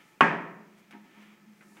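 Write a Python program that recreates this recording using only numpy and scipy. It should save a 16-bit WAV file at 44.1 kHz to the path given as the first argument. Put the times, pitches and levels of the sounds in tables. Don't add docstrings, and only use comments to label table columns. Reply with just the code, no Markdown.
import sys
import numpy as np
from scipy import signal
from scipy.fft import rfft, irfft, next_fast_len
from scipy.io import wavfile
from scipy.ndimage import map_coordinates

SR = 44100
rng = np.random.default_rng(int(sys.argv[2]) if len(sys.argv) > 2 else 0)


def wav_out(sig):
    wavfile.write(sys.argv[1], SR, np.round(np.clip(np.atleast_2d(sig).T, -1, 1) * 32767).astype(np.int16))


N = 79380
T = np.arange(N) / SR
TOP_HZ = 15850


def amp(db):
    return 10 ** (np.asarray(db) / 20)


def unit(x):
    return x / np.sqrt(np.mean(x ** 2) + 1e-20)


def along(points, hz):
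    f, v = np.transpose(points)
    return np.interp(np.log(hz + 1), np.log(f + 1), v)


def level(points):
    return amp(np.interp(T, *np.transpose(points)))


def fade(t60, t=T):
    return np.exp(-np.log(1000) * t / t60)


def wobble(rate):
    knots = rng.standard_normal(256)
    return map_coordinates(knots, [T * rate], mode="wrap")


def filtered(x, response):
    m = next_fast_len(N + SR // 2)
    hz = np.fft.rfftfreq(m, 1 / SR)
    return irfft(rfft(x, m) * response(hz), m)[:N]


def butter(x, hz, kind, order):
    sos = signal.butter(order, min(hz, TOP_HZ), kind, fs=SR, output="sos")
    return signal.sosfilt(sos, x)


def noise(spectrum):
    white = rng.standard_normal(N)
    return unit(filtered(white, lambda hz: amp(along(spectrum, hz))))


def at(s, x):
    return np.pad(x, (max(round(s * SR), 0), 0))[:N]


def ring(modes, attack_s):
    total = np.zeros(N)
    for hz, db, t60 in modes:
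        gain = amp(db + rng.normal(0, .5))
        rise_s = max(attack_s, 1 / hz)
        build_up = 1 - np.exp(-(T / rise_s) ** 2)
        sine = np.sin(2 * np.pi * (hz * T + rng.random()))
        total += gain * fade(t60) * build_up * sine
    return total


# frequency in Hz, relative level in dB, t60 in s.
LID_MODES = [(164, -19, 0.77), (230.6, -9, 0.24), (280, -15, .35), (392, -15, 0.099), (568.2, -17, 0.45),
             (760, -15, 0.16), (851, -14.5, 0.38), (904, -9, 0.34), (959, -5, 0.13), (1111.5, -10.5, 0.28),
             (1097, 1, 0.098), (1310, -7, .12), (1337, -7.5, 0.15), (1433, -9.5, 0.078), (1563, -17, .16),
             (1563, -23, .29), (1632, -8.5, 0.33), (1689, -19.5, .16), (1806, -14, 0.61), (1940, -12, 0.27),
             (2140, -17.5, .3), (2340, -18, 0.07), (2501, -14.5, .22), (2837, -22.5, 0.2), (3090, -27, 0.1),
             (3317, -19.5, 0.068)]
# frequency in Hz, relative density in dB per Hz.
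CRACK_SPECTRUM = [(300, -18.5), (800, -13.5), (1400, 1), (2200, -1), (3400, -13.5), (3900, -10),
                  (6500, -26), (8200, -30), (9500, -37), (15500, -46)]
# frequency in Hz, relative density in dB per Hz.
CLACK_SPECTRUM = [(40, -17.5), (105, -27), (150, -1), (450, -1), (700, -7.5), (1150, 3.5), (1800, 3),
                  (2700, -4), (3400, -7.5), (3750, -24), (8000, -33), (10000, -44.5), (15500, -48.5)]
# frequency in Hz, relative density in dB per Hz.
ECHO_SPECTRUM = [(40, -17.5), (75, -32.5), (112, -28.5), (142, -1.5), (400, -1.5), (540, -6), (680, 0.5),
                 (810, -6.5), (920, 1.5), (1300, -1), (1470, -4), (1800, 0.5), (2050, -5.5), (2480, -5.5),
                 (2700, -12), (3200, -16.5), (3900, -28.5), (5500, -30), (8500, -39.5), (11000, -53),
                 (15500, -56)]
# frequency in Hz, relative level in dB, t60 in s.
ROOM_MODES = [(181, -23, 1.05), (218, -32, 1.1), (320, -24, .72), (349, -28, .7), (419, -26, .65),
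              (437, -25, .55), (673, -28, .88), (909, -24, .58), (978, -24, .58), (1252, -24, .6),
              (1793, -25, .58)]
KNOCK_S, KNOCK_DB = .2076, -12
CRACK_DB, CRACK_T60_S = -3.5, 0.011
CLACK_DB, CLACK_T60_S, CONTACT_RISE_S = 4.5, 0.039, .0006
RING_DB, RING_ATTACK_S = -2, .0008
ECHO_DB, STANDING_RISE_S = -8.5, 0.013


def lid_knock():
    crack = amp(CRACK_DB) * noise(CRACK_SPECTRUM) * fade(CRACK_T60_S)
    clack = amp(CLACK_DB) * noise(CLACK_SPECTRUM) * fade(CLACK_T60_S)
    contact = (crack + clack) * (1 - np.exp(-T / CONTACT_RISE_S))
    body = amp(RING_DB) * ring(LID_MODES, RING_ATTACK_S)
    echo_source = unit(filtered(noise(ECHO_SPECTRUM), lid_colour))
    reflections = amp(ECHO_DB) * room_tail(echo_source)
    standing_waves = ring(ROOM_MODES, STANDING_RISE_S)
    return at(KNOCK_S, amp(KNOCK_DB) * (contact + body + reflections + standing_waves))


ECHO_PEAK_DB, ECHO_PEAK_WIDTH_HZ = 4.5, 26.7


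def lid_colour(f):
    peaks = [1 / (1 + (2 * (f - hz) / ECHO_PEAK_WIDTH_HZ) ** 2) for hz, _, _ in LID_MODES]
    return amp(ECHO_PEAK_DB * np.max(peaks, axis=0))


# frequency in Hz, t60 in s.
ROOM_DECAY = [(80, 1.3), (190, 0.55), (350, 0.91), (700, 0.72), (1500, 0.67), (2800, 0.61), (6000, 0.47),
              (12000, 0.37)]
ECHO_RISE_S = 0.0052


def room_tail(source):
    hz, t, z = signal.stft(source, SR, nperseg=1024)
    decay = fade(along(ROOM_DECAY, hz)[:, None], t)
    tail = signal.istft(z * decay, SR, nperseg=1024)[1][:N]
    return tail * (1 - np.exp(-T / ECHO_RISE_S))


# frequency in Hz, relative level in dB, t60 in s.
PUSH_MODES = [(42, -35.5, .18)]


def low_push():
    return at(KNOCK_S, amp(KNOCK_DB) * ring(PUSH_MODES, RING_ATTACK_S))


# start in s, level in dB, low-pass cutoff in Hz.
CLICKS = [(.9095, -50, 11500), (.925, -48, 3570), (.941, -54.5, 2600), (1.608, -52, 2890),
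          (1.624, -55.5, 2070), (1.756, -64, 2840), (1.768, -50.5, 3720), (1.79, -57, 2700)]
# frequency in Hz, relative density in dB per Hz.
CLICK_SPECTRUM = [(100, -36), (300, 1.5), (800, -1.5), (1400, 2), (2100, 4), (3300, -3.5), (4300, -9.5),
                  (8000, -17), (15000, -10)]
CLICK_T60_S, CLICK_ROOM_DB = 0.082, -11


def seat_clicks():
    total = np.zeros(N)
    for s, db, dull_hz in CLICKS:
        direct = noise(CLICK_SPECTRUM) * fade(CLICK_T60_S)
        reflections = amp(CLICK_ROOM_DB) * room_tail(noise(CLICK_SPECTRUM))
        click = butter(direct + reflections, dull_hz, "low", order=4)
        total += at(s, amp(db) * click)
    return total


# start in s, level in dB.
BUMPS = [(0.928, -50.5), (.943, -51), (1.042, -55), (1.16, -56), (1.656, -71), (1.71, -61), (1.772, -57.5)]
# frequency in Hz, relative level in dB, t60 in s.
SEAT_MODES = [(207, 1, .35), (256, 0, .2), (316, -1, .2), (385, -5, .2), (712, -6, .15), (846, -3, .16),
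              (932, -4, .22), (1292, -13, .22), (1795, -11, .15)]
BUMP_ATTACK_S = 0.0073


def seat_bumps():
    return sum(at(s, amp(db) * ring(SEAT_MODES, BUMP_ATTACK_S)) for s, db in BUMPS)


# frequency in Hz, width in Hz, relative level in dB.
RUB_MODES = [(334, 70, 1.5), (700, 20, -13.5), (857, 18, 1.5), (923, 10, -5), (1285, 43, -2),
             (1760, 70, -2.5)]
# time in s, level in dB.
RUB_LEVEL = [(0, -72), (.16, -64.5), (.26, -88.5), (.89, -73), (.96, -72.5), (1.18, -62.5), (1.3, -70.5),
             (1.42, -67.5), (1.57, -74.5), (1.66, -63), (1.72, -64.5), (1.8, -67)]


def hinge_rub():
    def resonances(f):
        return sum(amp(db) / (1 + (2 * (f - hz) / width) ** 2) for hz, width, db in RUB_MODES)

    friction = rng.standard_normal(N) * amp(1.2 * wobble(45))
    return level(RUB_LEVEL) * unit(filtered(friction, resonances))


# time in s, level in dB.
RUSTLE_LEVEL = [(0, -58), (.07, -66), (.6, -74), (.76, -66), (.89, -68.5), (1.0, -70.5), (1.12, -63),
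                (1.23, -57.5), (1.31, -61.5), (1.4, -68.5), (1.57, -69.5), (1.7, -80.5), (1.8, -65)]
# frequency in Hz, relative density in dB per Hz.
RUSTLE_SPECTRUM = [(100, -30.5), (300, 0.5), (520, -6.5), (850, -6.5), (1300, -0.5), (1600, -7),
                   (2050, -0.5), (2400, -0.5), (2700, -6.5), (3200, -5), (4200, -18.5), (6500, -21),
                   (9000, -25), (15000, -30)]


def cloth_rustle():
    return level(RUSTLE_LEVEL) * noise(RUSTLE_SPECTRUM) * amp(1.2 * wobble(60))


# centre in s, length in s, peak level in dB.
HISS_SWELLS = [(0.085, .22, -73.5), (0.794, 0.034, -71), (1.763, 0.38, -68.5)]
# frequency in Hz, relative density in dB per Hz.
HISS_SPECTRUM = [(500, -30.5), (4000, -3.5), (7000, -0.5), (11000, -4), (15500, -14.5)]


def treble_hiss():
    swells = sum(amp(db) * np.exp(-(2 * (T - s) / length) ** 2) for s, length, db in HISS_SWELLS)
    return swells * noise(HISS_SPECTRUM)


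# time in s, level in dB.
HUM_LEVEL = [(0, -89), (.4, -69), (.6, -56), (.78, -64), (.88, -69), (1.0, -60), (1.13, -72), (1.21, -57),
             (1.33, -61.5), (1.4, -69), (1.44, -62.5), (1.5, -55), (1.55, -64), (1.64, -67.5), (1.68, -57),
             (1.8, -71.5)]
# frequency in Hz, relative density in dB per Hz.
AIR_SPECTRUM = [(30, -10.5), (90, -11.5), (165, 12), (340, 2), (520, -2), (1300, -5.5), (2400, -2),
                (3200, -16.5), (4200, -12.5), (6500, -12.5), (10000, -20), (15500, -16.5)]
HUM_HZ, HUM_WIDTH_HZ, HUM_WAVER_DB = 209.4, 4, 2.9
AIR_DB = -65


def background():
    hz = HUM_HZ + HUM_WIDTH_HZ * wobble(25)
    sine = np.sqrt(2) * np.sin(2 * np.pi * np.cumsum(hz) / SR)
    hum = level(HUM_LEVEL) * sine * amp(HUM_WAVER_DB * wobble(44))
    return amp(AIR_DB) * noise(AIR_SPECTRUM) + hum


BASS_CUT_HZ = 116


def scene():
    blows = butter(lid_knock() + seat_clicks() + seat_bumps(), BASS_CUT_HZ, "high", order=3)
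    soft_noises = hinge_rub() + cloth_rustle() + treble_hiss()
    return (blows + low_push() + soft_noises + background())[None]


def record(dry):
    return filtered(dry[0], lambda hz: 1 / (1 + (hz / TOP_HZ) ** 200))[None]


dry = scene()
out = record(dry)
wav_out(out)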